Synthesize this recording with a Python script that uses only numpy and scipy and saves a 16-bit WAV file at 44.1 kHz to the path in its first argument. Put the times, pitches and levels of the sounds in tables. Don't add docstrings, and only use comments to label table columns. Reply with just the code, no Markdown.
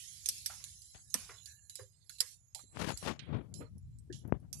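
import sys
import numpy as np
from scipy import signal
from scipy.io import wavfile
from scipy.ndimage import uniform_filter1d

SR = 44100
rng = np.random.default_rng(int(sys.argv[2]) if len(sys.argv) > 2 else 0)


def elevation(decibels):
    levels = np.asarray(decibels, float)
    return 10 ** (levels / 20)


def dump_mix(stems):
    frames = np.atleast_2d(stems).T
    limited = np.clip(frames, -1, 1)
    pcm = np.round(limited * 32767).astype(np.int16)
    wavfile.write(sys.argv[1], SR, pcm)


N = 202859
SIZE = 512
OVERLAP_GAIN = np.sqrt(SR / 2)

# (time [s], level [dB])
RUMBLE_LEVEL = [(0, -75.5), (.4, -71), (.6, -69), (.9, -77), (1.2, -67.5), (1.5, -75.5), (2.2, -78.5),
                (2.7, -76.5), (3.0, -71.5), (3.5, -69), (3.9, -60), (4.1, -68.5), (4.6, -68)]
# (frequency [Hz], density [dB per Hz])
RUMBLE_SPECTRUM = [(25, -40), (40, -22), (60, -10), (110, -10.5), (180, -25.5), (300, -45), (450, -59.5)]
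# (time [s], rms [dB], low edge [Hz], high edge [Hz], T60 [s])
YARD_KNOCKS = [(.27, -73, 180, 480, .6), (0.495, -54, 594, 2440, 0.23), (1.141, -51, 175, 266, .08),
               (1.142, -48.5, 475, 2630, 0.08), (1.15, -59.5, 380, 3000, .8),
               (1.291, -53.5, 383, 2630, 0.21), (1.46, -75, 1640, 1785, 1.2),
               (1.786, -53.5, 380, 540, 0.15), (1.79, -60.5, 605, 2050, 0.17),
               (1.799, -54, 72.8, 125, 0.21), (2.094, -63.5, 1320, 2210, .08),
               (2.203, -54.5, 1040, 2700, 0.22), (2.204, -66, 450, 810, 0.13), (2.548, -61, 580, 900, 0.16),
               (3.601, -48.5, 260, 600, 0.16), (4.095, -46, 236.5, 421, 0.077)]
# (time [s], rms [dB], low edge [Hz], high edge [Hz], T60 [s])
FINGER_TAPS = [
    (.459, -56, 1320, 2510, 0.055),
    (.6, -66, 300, 2500, .3),
    (0.944, -57, 200, 5000, .22),
    (2.59, -62, 286, 2030, .08),
    (2.634, -63.5, 151, 408, 0.05),
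]
# (time [s], rms [dB], low edge [Hz], high edge [Hz], T60 [s])
DRIPS = [
    (2.96, -63, 400, 3000, .35),
    (3.192, -46, 1520, 5400, 0.038),
    (3.2, -55, 1560, 4130, 0.46),
    (3.329, -58.5, 1550, 3780, 0.32),
    (3.605, -54.5, 500, 2800, 0.2),
    (4.098, -61, 1470, 1900, 0.2),
    (4.125, -51, 2870, 7820, 0.28),
    (4.525, -70, 400, 1500, .5),
]
# (peak time [s], bass [dB], dullness [dB], rise [s per 20 dB], fall [s per 20 dB])
STROKES = [(2.81, -35, 1.5, .055, .1), (2.905, -35, 1.0, .08, .033), (3.03, -38, 10, .004, .03),
           (3.055, -45, .1, .04, .06), (3.08, -32, 2.5, .03, .07), (3.2, -45, 16, .2, .3),
           (3.345, -31.5, 9.5, .1, .11), (3.59, -42, 16.5, .3, .12), (3.77, -41, 28, .14, .04),
           (3.95, -50, 36, .6, .5), (4.13, -43, 21, .08, .2), (4.255, -38, 14.5, .035, .2),
           (4.345, -32, 13.5, .025, .055), (4.44, -52, 11, .1, .1), (4.55, -45, 25, .9, .9)]
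# (time [s], peak [full scale], width [s])
PRESSURE_THUMPS = [
    (0.951, -.013, 0.002),
    (2.7708, -0.11, 0.00008),
    (2.937, -0.088, 0.0045),
    (3.027, 0.052, 0.00031),
    (4.246, 0.02, .003),
    (4.3239, -0.53, 0.00044),
]
# (frequency [Hz], density [dB per Hz])
SIZZLE_SPECTRUM = [(500, -112), (1200, -104), (2200, -97.5), (3500, -89), (5000, -86), (7500, -85.5),
                   (9000, -91), (10500, -85), (12500, -96.5), (14200, -103)]
# (time [s], level re full sizzle [dB])
LEAK_LEVEL = [(0, -1), (.45, -3), (.75, -5), (.95, -8.5), (1.12, -7.5), (1.4, -5), (1.7, -13.5),
              (2.05, -14), (2.3, -13.5), (2.55, -18.5), (2.8, -10.5), (3.08, -6), (3.24, -23), (3.7, -32.5),
              (4.6, -38)]
# (time [s], left-right level of the leak [dB])
LEAK_PAN = [(0, -9), (.95, -5), (1.15, -15), (1.7, -21), (2.3, -19), (2.6, -28), (4.6, -33)]
# (centre [Hz], width [Hz], share spared [0-1])
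SPARED_BANDS = [
    (1700, 110, 0.5),
    (2050, 130, 0.45),
    (4100, 220, 0.72),
    (6840, 890, .62),
    (7450, 170, 0.14),
    (10260, 1800, 0.46),
]
# (time [s], right peak [dB], left-
# right level by place on the grate [dB], ring [Hz])
FAT_POPS = [(0.259, -25, -11, 6370), (0.2872, -20.5, -6, 5710), (0.381, -42, -8, 5500),
            (0.4596, -26, -9.5, 5400), (0.6402, -34.5, -12, 6900), (0.8188, -45, -24.5, 9940),
            (1.1014, -47.5, -13, 6570), (1.1412, -18.5, -10.5, 8480), (1.4577, -39.5, -22, 4650),
            (1.6963, -39.5, -9.5, 7000), (1.7547, -34, -22, 7750), (2.0946, -38, -19, 4180),
            (2.1845, -46, -18, 4300), (2.2044, -16.5, -15, 5140), (2.5479, -33, -25.5, 7280),
            (2.789, -50, -21, 3870), (2.887, -46, -1, 4970), (2.9737, -35.5, -10, 7600),
            (3.1932, -62, -14, 3800), (3.5401, -38.5, -51, 7120), (3.781, -56, -26, 10852),
            (3.9864, -54.5, -43.5, 8268), (4.1262, -47.5, -45, 4478), (4.2762, -57, -38.5, 11714),
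            (4.4, -64, -40, 10500), (4.5286, -33, -55, 6160)]
# (frequency [Hz], density [dB per Hz])
SUPPRESSOR_LINE = [(150, -125), (400, -112), (1500, -112), (4000, -110), (8000, -112), (14000, -112)]
# (frequency [Hz], density [dB per Hz])
HISS_FLOOR = [(100, -118), (500, -120), (1500, -126), (6000, -122), (11000, -124), (13000, -127),
              (14300, -129), (14500, -150)]


def at_hz(points, hz):
    table_hz, value = np.transpose(points)
    return np.interp(np.log(hz + 1), np.log(table_hz), value)


def at_time(points, s):
    return np.interp(s, *np.transpose(points))


def grid(size=SIZE):
    hz = np.arange(size // 2 + 1)[:, None] * SR / size
    return hz, np.arange(4 * N // size + 2)[None] * size / 4 / SR


def to_grid(x, size=SIZE):
    return signal.stft(x, nperseg=size, noverlap=3 * size // 4)[2]


def from_grid(z, size=SIZE):
    return signal.istft(z, nperseg=size, noverlap=3 * size // 4)[1][..., :N]


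def shaped(noise, db, size=SIZE):
    z = to_grid(noise, size)
    return from_grid(z * elevation(db[:, :z.shape[1]]) * OVERLAP_GAIN, size)


def smooth(field, bins, frames):
    return uniform_filter1d(uniform_filter1d(field, bins, axis=-2), frames, axis=-1)


def patches(bins, frames):
    hz, s = grid()
    field = smooth(rng.standard_normal((hz.size, s.size)), bins, frames)
    return field / field.std()


def band_db(z, bins, frames):
    power = smooth(np.abs(z) ** 2, bins, frames)
    return 10 * np.log10(np.maximum(power, 0) * 4 * SIZE / 3 / SR + 1e-20)


def soft_gate(under_db, soft_db):
    return 1 / (1 + np.exp(np.clip(under_db / soft_db, -30, 30)))


def lumpy(size, db):
    lumps = uniform_filter1d(rng.standard_normal(N), size=size)
    return elevation(db * (lumps / lumps.std() - db / 9))


def resonance(x, hz, width_hz):
    r = np.exp(-np.pi * width_hz / SR)
    feedback = [1, -2 * r * np.cos(2 * np.pi * hz / SR), r * r]
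    return signal.lfilter([(1 - r * r) / 2, 0, -(1 - r * r) / 2], feedback, x)


def rumble(alike=0.45):
    size = 4 * SIZE
    hz, s = grid(size)
    level_db = at_hz(RUMBLE_SPECTRUM, hz) - 30 * (hz > 600) + at_time(RUMBLE_LEVEL, s)
    mid, side = (shaped(rng.standard_normal(N) * lumpy(size=1500, db=1.0), level_db, size)
                 for _ in range(2))
    return np.sqrt((1 + alike) / 2) * mid + np.sqrt((1 - alike) / 2) * side * [[1], [-1]]


def knocks(rows, pan_db, alike=0.6, rise_s=0.0013, broad=0.73, narrow=.07):
    out, t = np.zeros((2, N + 12000)), np.arange(12000) / SR
    port_db = np.array([[min(pan_db, 0)], [-max(pan_db, 0)]])
    for at, rms_db, low_hz, high_hz, t60_s in rows:
        mid, side = rng.standard_normal((2, 12000))
        hollows_hz = low_hz * (high_hz / low_hz) ** rng.random(4)
        noise = np.sqrt(1 + alike) * mid + np.sqrt(1 - alike) * side * [[1], [-1]]
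        puff = noise * elevation(-60 * t / t60_s) * (1 - np.exp(-t / rise_s))
        puff = broad * puff + sum(resonance(puff, hz, narrow * hz) for hz in hollows_hz)
        band = signal.butter(3, [low_hz, high_hz], "band", fs=SR, output="sos")
        puff = signal.sosfilt(band, puff)
        puff /= np.sqrt(np.mean(puff[:, :1300] ** 2))
        i = round(at * SR)
        out[:, i:i + 12000] += puff * elevation(rms_db + port_db)
    return out[:, :N]


def thumps(cut_hz=67.0):
    t = np.arange(N) / SR
    push = sum(peak * np.exp(-np.abs(t - at) / width_s) for at, peak, width_s in PRESSURE_THUMPS)
    push = signal.sosfilt(signal.butter(8, 2700, fs=SR, output="sos"), push)
    return signal.sosfilt(signal.butter(2, cut_hz, "high", fs=SR, output="sos"), push)


def rub(lumps_db=2.5, grit_db=2.0, top_db=-14.5, hold=.12, mid_speed=1.2, treble_dullness=4.2,
        treble_speed=1.05):
    size = 2 * SIZE
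    hz, s = grid(size)
    at, bass_db, dull_db, rise_s, fall_s = np.transpose(STROKES)[..., None]
    away = np.maximum((at - s) / rise_s, (s - at) / fall_s)
    fade_db = 20 * np.maximum(away - hold, 0)

    def strongest(dullness, speed):
        stroke_db = bass_db - dullness * dull_db - speed * fade_db
        return np.maximum(stroke_db.max(axis=0), -120)

    low = strongest(0, 1)
    mid = strongest(1, mid_speed)
    high = strongest(treble_dullness, treble_speed)
    knots_hz = [25, 55, 130, 400, 1400, 3600, 6000, 14000]
    knots_db = np.array([low - 50, low - 26, low - 22, mid - 27, mid - 33 + .3 * (high - mid),
                         (mid + high) / 2 - 38, high - 41, high - 40 + top_db])
    place = np.interp(np.log(hz[:, 0] + 1), np.log(knots_hz), np.arange(8))
    k = np.minimum(place.astype(int), 6)
    level_db = knots_db[k] + (place - k)[:, None] * (knots_db[k + 1] - knots_db[k])
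    grit = elevation(grit_db * np.minimum(rng.exponential(1, N), 6)) * rng.choice([-1, 1], N)
    return shaped(grit / grit.std() * lumpy(size=300, db=lumps_db), level_db, size)


def pop_gate(s, peak_db, at, low_cut, bands, speed, fall_db_per_s=237.5):
    full_db = -41.5
    near_db = at_time(LEAK_LEVEL, at)
    open_db = min(-46.0 + .75 * (peak_db + 34), full_db) + .22 * near_db
    open_db -= 40 * (peak_db < -53)
    hold_s = .062 + .0135 * max(peak_db + 38, 0) * elevation(near_db)
    since = s - at - .004
    uneven_db = .45 * min(full_db - open_db, 20) * bands
    closing_db = 60 * since + fall_db_per_s * speed * np.maximum(since - hold_s, 0)
    return since, open_db + uneven_db + 44 - 11.0 * low_cut - closing_db


def sizzle(spread=3.39, patchy=0.38, patch_db=4.5):
    hz, s = grid()
    leak_db, leak_pan_db = at_time(LEAK_LEVEL, s), at_time(LEAK_PAN, s)
    spared = sum(share * np.exp(-((hz - mid_hz) / width_hz) ** 2)
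                 for mid_hz, width_hz, share in SPARED_BANDS)
    shadow = np.clip(np.log2(hz / 1800 + 1e-9) / 1.1, 0, 1)
    leak_cut = np.clip(np.log2(2200 / (hz + 1)), 0, 2)
    gate_cut = np.clip(np.log2(2300 / (hz + 1)), 0, 2)
    left_db = leak_pan_db * shadow - 10. * (hz > 7300) - 3.3 * (hz < 4700)
    out = []
    for left in (1, 0):
        depth = spread * (1 - spared) * (1 + patchy * patches(bins=3, frames=90))
        level_db = leak_db * np.clip(depth, .75, None) - 14.0 * leak_cut + left * left_db
        speed = np.clip(1 + 0.33 * patches(bins=3, frames=60), .3, None)
        bands = patches(bins=3, frames=70) + 2.5 * spared - .8
        for at, peak_db, pan_db, _ in FAT_POPS:
            since, gate_db = pop_gate(s, peak_db, at, gate_cut, bands, speed)
            shade = np.minimum(shadow - (pan_db + 30.5) / 25 * (pan_db < -15), 1)
            gate_db = np.where(since > 0, gate_db + left * pan_db * shade, -99)
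            level_db = np.maximum(level_db, gate_db)
        level_db = level_db + patch_db * (1 + 0.34 * left) * patches(bins=2, frames=22)
        out.append(shaped(rng.standard_normal(N), at_hz(SIZZLE_SPECTRUM, hz) + level_db))
    return np.array(out)


def pops(width_hz=590.0, broad=0.18, snap_db=7.5, snap_s=0.0012, lead_s=0.00095, lead_db=-19.0,
         click=3.2, far_rise_s=.002):
    out, t = np.zeros((2, N + 4000)), np.arange(4000) / SR
    lead = elevation(lead_db) * np.exp((t - .0045) / lead_s) * (t < .0045)
    t = np.maximum(t - .0045, 0)
    edge = signal.butter(2, [2400, 13500], "band", fs=SR, output="sos")
    onset = [1 - np.exp(-t / far_rise_s), elevation(snap_db * np.exp(-t / snap_s))]
    for at, peak_db, pan_db, ring_hz in FAT_POPS:
        t60_s = .035 - .0013 * max(pan_db, -45)
        noise, spacing_hz = rng.standard_normal((2, 4000)), rng.uniform(2300, 2800)
        peaks_hz = ring_hz + spacing_hz * np.array([-2, -1, 1, 2, 3])
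        others_hz = [hz for hz in peaks_hz if 3900 < hz < 11300]
        side = .68 * (1 if peak_db > -53 else .3)
        burst = noise * (elevation(-60 * t / t60_s) * (t > 0) + lead) * onset
        burst[1, np.argmax(t > 0)] += click * elevation(snap_db)
        crack = broad * burst + 2 * resonance(burst, ring_hz, width_hz)
        crack = crack + sum(2 * side * resonance(burst, hz, width_hz) for hz in others_hz)
        crack = signal.sosfilt(edge, crack)
        crack /= np.sqrt(uniform_filter1d(crack ** 2, size=88).max(axis=1, keepdims=True))
        i = round((at - .004) * SR)
        out[:, i:i + 4000] += crack * elevation(peak_db + np.array([[pan_db - 0.5], [0]]))
    return out[:, :N]


def scene():
    blows = knocks(YARD_KNOCKS, pan_db=.6) + knocks(FINGER_TAPS, pan_db=21.0)
    blows = blows + knocks(DRIPS, pan_db=-35.0)
    handling = (rub() + thumps()) * [[1], [0]]
    return rumble() + blows + handling + sizzle() + pops()


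def suppressor(x, soft_db=4.5, patch_db=4.0):
    hz, _ = grid()
    z = to_grid(x)
    uneven = np.array([patches(bins=3, frames=40) for _ in range(2)])
    line_db = (at_hz(SUPPRESSOR_LINE, hz) + patch_db * uneven)[..., :z.shape[2]]
    z = z * soft_gate(line_db - band_db(z, bins=3, frames=6), soft_db)
    hiss_db = at_hz(HISS_FLOOR, hz) - 5.5 * (hz > 2500) * [[[1]], [[0]]]
    return z + to_grid(rng.standard_normal((2, N))) * elevation(hiss_db) * OVERLAP_GAIN


def treble_dropout(z, margin_db=63.5, most_db=-48.0, treble_db=26., patch_db=7.5):
    hz, _ = grid()
    level_db = band_db(z, bins=4, frames=10)
    total_db = 10 * np.log10((elevation(2 * level_db) * (hz > 3000)).sum(axis=(0, 1)) * SR / SIZE)
    line_db = np.minimum(total_db, most_db) - margin_db - 40 * (hz < 2500)
    line_db = line_db + treble_db * np.log2(np.maximum(hz / 10500, 1))
    uneven = np.array([patches(bins=4, frames=14) for _ in range(2)])
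    line_db = line_db + patch_db * uneven[..., :z.shape[2]]
    return z * soft_gate(line_db - level_db, 1.9)


def low_pass(x):
    return signal.sosfilt(signal.butter(12, 15350, fs=SR, output="sos"), x)


def record(dry):
    x = signal.sosfilt(signal.butter(5, 50, "high", fs=SR, output="sos"), dry)
    x = from_grid(treble_dropout(suppressor(x)))
    x = signal.sosfilt(signal.cheby2(8, 40, 15300, fs=SR, output="sos"), x)
    return low_pass(x)


dry = scene()
out = record(dry)
dump_mix(out)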